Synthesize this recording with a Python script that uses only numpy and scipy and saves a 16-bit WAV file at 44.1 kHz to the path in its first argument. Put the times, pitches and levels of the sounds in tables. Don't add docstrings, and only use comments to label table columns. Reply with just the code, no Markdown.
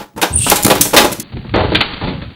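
import sys
import numpy as np
from scipy import signal
from scipy.fft import rfft, irfft, next_fast_len
from scipy.io import wavfile
from scipy.ndimage import uniform_filter1d, map_coordinates

SR = 44100
rng = np.random.default_rng(int(sys.argv[2]) if len(sys.argv) > 2 else 0)


def pcm_store(signal):
    levels = np.round(np.clip(np.atleast_2d(signal), -1, 1) * 32767)
    wavfile.write(sys.argv[1], SR, levels.astype(np.int16).T)


N = 103635
CONTACT_ATTACK_S = .0004


def knocks():
    # start_s, clack_db, bump_db, thud_db, tick_db, chatter_s, decay_stretch
    handling = [(0.001, -41, -29, -32, -74, 0.018, 1.57), (0.162, -51, -20.5, -38, -46, 0.015, 1.2),
                (0.177, -56, -33, -24.5, -32.5, 0.0053, 1.44),
                (0.215, -16, -26.5, -23.5, -20.5, 0.013, 1.7),
                (0.227, -12, -25.5, -12.5, -18.5, 0.0075, 1.75),
                (0.464, -26, -11.5, -17, -37, 0.0087, 0.78), (0.4995, -19, -31.5, -41.5, 3, 0.0018, 0.7),
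                (0.513, -10, -25, -30, -17.5, 0.0033, 1.4), (0.518, -10.5, -11.5, -5.5, -10, 0.0029, 1.01),
                (0.557, -20, -30, -31, -13.5, 0.012, 3), (0.627, -33.5, -34, -32, -14, 0.002, 0.34),
                (0.633, -44.5, -12.5, -45, -4.5, 0.0014, 0.34), (0.647, -12, 1.5, -18.5, -3.5, 0.0039, 0.8),
                (0.665, -18, -21, -9.5, -4.5, 0.002, 0.47), (0.679, -23, -28, -15.5, -16, 0.0045, 0.83),
                (0.7, -10.5, -14, -13, -21, 0.0052, 1.2), (0.706, -13, -10.5, -8, -19, 0.012, 1.17),
                (0.752, -23, -16.5, -19, -17.5, 0.0031, 1.75), (0.81, -14, -28.5, -41, 3, 0.0069, 1.1),
                (0.852, -25, -18.5, -24.5, -22.5, 0.01, 1.22),
                (0.9328, -21, -21.5, -10.5, -23.5, 0.015, 1.06), (0.941, -18, -28, -14, -17.5, 0.01, 1.2),
                (0.964, 0, -15.5, -6.5, -12.5, 0.021, 0.84), (0.995, -15, -20, -12.5, -18.5, 0.017, 2.3),
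                (1.045, -19.5, -19.5, -10.5, -20, 0.0081, 1.01),
                (1.117, -30, -16.5, -29, -21.5, 0.0035, 1.06),
                (1.124, -25.5, -17, -40, -18.5, 0.0089, 0.67), (1.198, -33, -42.5, -62, -16.5, 0.0052, 1.2)]
    # start_s, clack_db, bump_db, thud_db, chatter_s, decay_stretch
    clashes = [(1.321, -38.5, -29, -40.5, 0.012, 0.98), (1.368, -31.5, -12, -35.5, 0.0042, 0.56),
               (1.445, -50, -25.5, -36.5, 0.0069, 1.34), (1.539, -18, -21, -16, 0.012, 0.97),
               (1.553, -24, -19, -16.5, 0.016, 1.2), (1.576, -24.5, -16, -16.5, 0.037, 1.35),
               (1.631, -27, -26, -22, 0.017, 3), (1.719, -27, -10.5, -20.5, 0.0059, 1.83),
               (1.7475, -6, -14, -22, 0.011, 1.06), (1.806, -7.5, -15, -18.5, 0.011, 0.84),
               (2.011, -31.5, -28.5, -28, 0.041, 1.6), (2.071, -27.5, -21, -26, 0.013, 4.3),
               (2.217, -32.5, -27.5, -36, 0.0066, 1.2)]
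    blows = [row[:4] + row[5:] for row in handling] + list(clashes)
    clack = rim_clack([(s, db, *shape) for s, db, _, _, *shape in blows])
    thud = shell_thud([(s, db, *shape) for s, _, _, db, *shape in blows])
    tick = metal_tick([(s, db, *shape) for s, _, _, _, db, *shape in handling])
    bump = bowl_bump([(s, db, stretch) for s, _, db, _, _, stretch in blows])
    return clack + thud + tick + bump


def rim_clack(hits):
    # pitch_hz, width_hz, level_db
    rims = [(1650, 360, -10.5), (2065, 35, 8), (2470, 290, -3.5), (3266, 80, 5), (3304, 430, -1),
            (4417, 300, 2)]
    # frequency_hz, level_db
    contact = [(200, -32), (1500, -4.5), (4500, -4), (9000, -15)]
    return chatter(hits, lambda f: modes(rims, f) + amp(along(contact, f)), t60_s=.054, body_hz=1300)


def shell_thud(hits):
    # pitch_hz, width_hz, level_db
    shell = [(351, 142, 6.5), (491, 65, 9.5), (591, 126, 5), (858, 81, 15), (1016, 68, 12.5),
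             (1224, 360, 6)]
    # time_s, upper_over_lower_modes_db
    tilt = [(.23, 3), (.53, 4.5), (.68, -4), (.86, -6), (.94, -4.5), (1.01, 4), (1.05, -6.5), (1.6, -6),
            (1.73, -10), (1.8, 6), (2.05, -4.5)]
    half_tilt_db = lambda s: np.interp(s, *np.transpose(tilt)) / 2
    low_hits = [(s, db - half_tilt_db(s), *shape) for s, db, *shape in hits]
    high_hits = [(s, db + half_tilt_db(s), *shape) for s, db, *shape in hits]
    low = chatter(low_hits, lambda f: modes(shell[:3], f), t60_s=.075, body_hz=503)
    high = chatter(high_hits, lambda f: modes(shell[3:], f), t60_s=.075, body_hz=900)
    return low + high


def metal_tick(hits):
    # frequency_hz, level_db
    colour = [(4000, 9.5), (6500, 6.5), (11800, 5.5), (15000, -0.5)]
    # start_s, level_db
    pings = [(.6355, -12), (.663, -20)]
    bright = lambda f: amp(along(colour, f)) / (1 + (5000 / (f + 1)) ** 4)
    ticks = chatter(hits, bright, t60_s=.018, body_hz=3000)
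    ping_hz, ping_t60_s = 7100, .06
    return ticks + rings([(s, db, ping_hz, ping_t60_s) for s, db in pings], CONTACT_ATTACK_S)


def bowl_bump(hits):
    # pitch_hz, level_db
    floor = [(135, -0.5), (192, 4.5), (300, 2.5)]
    # start_s, level_db
    flexes = [(0.14, -36), (0.8, -6), (1.108, -22), (1.186, -16)]
    pushes = hits + [(s, db, 1) for s, db in flexes]
    base_t60_s = .067
    partials = [(s, db + mode_db, hz * np.exp(.07 * rng.standard_normal()), base_t60_s * stretch)
                for s, db, stretch in pushes for hz, mode_db in floor]
    return rings(partials, attack_s=.0066)


def cord_whistle():
    # time_s, pitch_hz, level_db
    path = [(0.321, 8140, -30.5), (0.337, 8580, -27), (0.349, 8930, -15.5), (0.364, 9420, -10),
            (0.378, 8900, -10), (0.39, 8130, -14.5), (0.401, 8960, -30), (0.417, 8870, -13),
            (0.424, 8800, -17), (0.433, 8350, -15.5), (0.445, 8510, -33), (.465, 8300, -19),
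            (.5, 8140, -31.5)]
    width_hz, teeth_hz, flutter_db = 150, 660, 3.5
    pitch_hz, level_db = curves(path)
    rough = filtered(rng.standard_normal((2, N)), lambda f: 1 / (1 + (f / width_hz) ** 2))
    phase = 2 * np.pi * np.cumsum(pitch_hz) / SR
    tone = (unit(rough[0]) + 1) * np.cos(phase) + unit(rough[1]) * np.sin(phase)
    teeth = 1 + .35 * np.cos(2 * np.pi * np.cumsum(teeth_hz * amp(wobble(60))) / SR)
    flutter = amp(flutter_db * wobble(180))
    return amp(level_db) * unit(teeth * flutter * tone)


def cord_rasp():
    # pitch_hz, width_hz, level_db
    gear = [(2740, 190, 11), (3610, 1100, 0.5), (8500, 1300, 5)]
    # time_s, level_db
    swell = [(.33, -42), (.36, -42), (.39, -29), (.44, -21), (.5, -17)]
    friction = rng.standard_normal(N) * amp(1.9 * wobble(150))
    rasp = filtered(friction, lambda f: modes(gear, f) / (1 + (1800 / (f + 1)) ** 3))
    return amp(curves(swell)[0]) * unit(rasp)


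def spinning_tips():
    # time_s, level_db
    swell = [(0.0, -31), (0.12, -67), (0.42, -40), (.5, -16.5), (0.66, -30), (0.77, -23.5), (0.89, -29.5),
             (1.01, -28.5), (1.18, -38), (1.35, -41.5), (1.58, -37), (1.73, -24.5), (1.94, -23.5),
             (2.21, -35.5), (2.35, -41.5)]
    # frequency_hz, level_db
    colour = [(200, 4), (600, -4.5), (1500, -4), (3500, -4.5), (8000, -15), (15000, -12)]
    grains = rng.standard_normal(N) * amp(2.2 * wobble(250) + 1.2 * wobble(30))
    return amp(curves(swell)[0]) * unit(filtered(grains, lambda f: amp(along(colour, f))))


def tiled_room(x):
    # frequency_hz, t60_s
    decay = [(200, 0.44), (700, 0.36), (2500, 0.29), (7000, 0.38), (14000, 0.29)]
    out, step, predelay_samples = np.zeros(N + SR), SR // 8, 200
    for i in range(0, N, step):
        hz, t, spectrum = signal.stft(rng.standard_normal(SR // 2), SR, nperseg=256)
        tail = signal.istft(spectrum * amp(-60 * t / along(decay, hz)[:, None]), SR, nperseg=256)[1]
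        wet = signal.fftconvolve(x[i:i + step], tail / np.linalg.norm(tail))
        out[i + predelay_samples:][:len(wet)] += wet
    return out[:N]


def rumble():
    # time_s, level_db
    surges = [(0.0, -53.5), (0.09, -87), (0.18, -30), (0.29, -77), (0.31, -19.5), (0.38, -19.5),
              (0.46, -24.5), (0.54, -53), (0.61, -74), (0.65, -19.5), (0.71, -41), (0.8, -41), (0.94, -61),
              (0.97, -22.5), (1.3, -50.5), (1.34, -23), (1.38, -20), (1.42, -31), (1.53, -24),
              (1.56, -16.5), (1.75, -20.5), (1.77, -23), (1.98, -53.5), (2.04, -19.5), (2.31, -32),
              (2.35, -48.5)]
    # frequency_hz, level_db
    colour = [(25, -29), (55, -3.5), (110, 0), (230, -10), (450, -29.5)]
    with_skirts = [(4.1, -57), *colour, (1500, -77)]
    low = filtered(rng.standard_normal(N), lambda f: amp(along(with_skirts, f)))
    lumpy = levelled(low, span_samples=2600) * amp(1.3 * wobble(40))
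    return amp(curves(surges)[0]) * unit(lumpy)


def chatter(hits, response, t60_s, body_hz):
    t, power = np.arange(N) / SR, np.zeros(N)
    for start_s, db, chatter_s, stretch in hits:
        age = np.maximum(t - start_s, 0)
        attack = 1 - np.exp(-age / CONTACT_ATTACK_S)
        decay_db = 60 * np.maximum(age - chatter_s, 0) / (t60_s * stretch)
        power += (attack * amp(db - decay_db)) ** 2
    noise = filtered(rng.standard_normal(N), response)
    even = levelled(noise, span_samples=int(6.6 / body_hz * SR))
    spikes = amp(1.6 * wobble(400))
    return np.sqrt(power) * unit(even * spikes)


def rings(partials, attack_s):
    out, age = np.zeros(N + SR), np.arange(SR // 4) / SR
    attack = 1 - np.exp(-age / attack_s)
    for start_s, db, hz, t60_s in partials:
        ring = attack * amp(db - 60 * age / t60_s) * np.sin(2 * np.pi * hz * age)
        out[round(start_s * SR):][:len(age)] += ring
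    return out[:N]


def modes(table, f):
    return sum((-1) ** k * amp(db) * 1j * f * width / (hz * hz - f * f + 1j * f * width)
               for k, (hz, width, db) in enumerate(table))


def filtered(x, response):
    size = next_fast_len(N + SR // 2)
    return irfft(rfft(x, size) * response(np.fft.rfftfreq(size, 1 / SR)), size)[..., :N]


def levelled(x, span_samples):
    return x / np.sqrt(np.abs(uniform_filter1d(x ** 2, size=span_samples)) + 1e-12)


def wobble(rate_hz):
    knots = rng.standard_normal(int(N * rate_hz / SR) + 4)
    return map_coordinates(knots, [np.arange(N) * rate_hz / SR])


def curves(rows):
    time_s, *columns = np.transpose(rows)
    return [np.interp(np.arange(N) / SR, time_s, column) for column in columns]


def along(points, hz):
    f, values = np.transpose(points)
    return np.interp(np.log(hz + 1), np.log(f + 1), values)


def amp(db):
    return 10 ** (np.asarray(db) / 20)


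def unit(x):
    return x / np.sqrt(np.mean(x ** 2) + 1e-20)


def scene():
    t = np.arange(N) / SR
    pull_start_s, pull_end_s, fade_s = .321, .5, .006
    pull_gate = np.clip(np.minimum(t - pull_start_s, pull_end_s - t) / fade_s, 0, 1)
    direct = knocks() + pull_gate * (cord_whistle() + cord_rasp())
    return (direct + amp(-8) * tiled_room(direct) + spinning_tips() + rumble())[None]


def record(dry):
    dull_from_s, dull_hz, bright_hz, limit_hz = 1.229, 4700, 15700, 16700
    clip_hardness = 40
    bright = filtered(dry, lambda f: f < bright_hz)
    dull = filtered(dry, lambda f: 1 / (1 + (f / dull_hz) ** 90))
    x = np.where(np.arange(N) < dull_from_s * SR, bright, dull)
    clipped = x / (1 + np.abs(x) ** clip_hardness) ** (1 / clip_hardness)
    hiss = amp(-71) * filtered(rng.standard_normal(N), lambda f: f < bright_hz)
    return filtered(clipped + hiss, lambda f: f < limit_hz)


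dry = scene()
out = record(dry)
pcm_store(out)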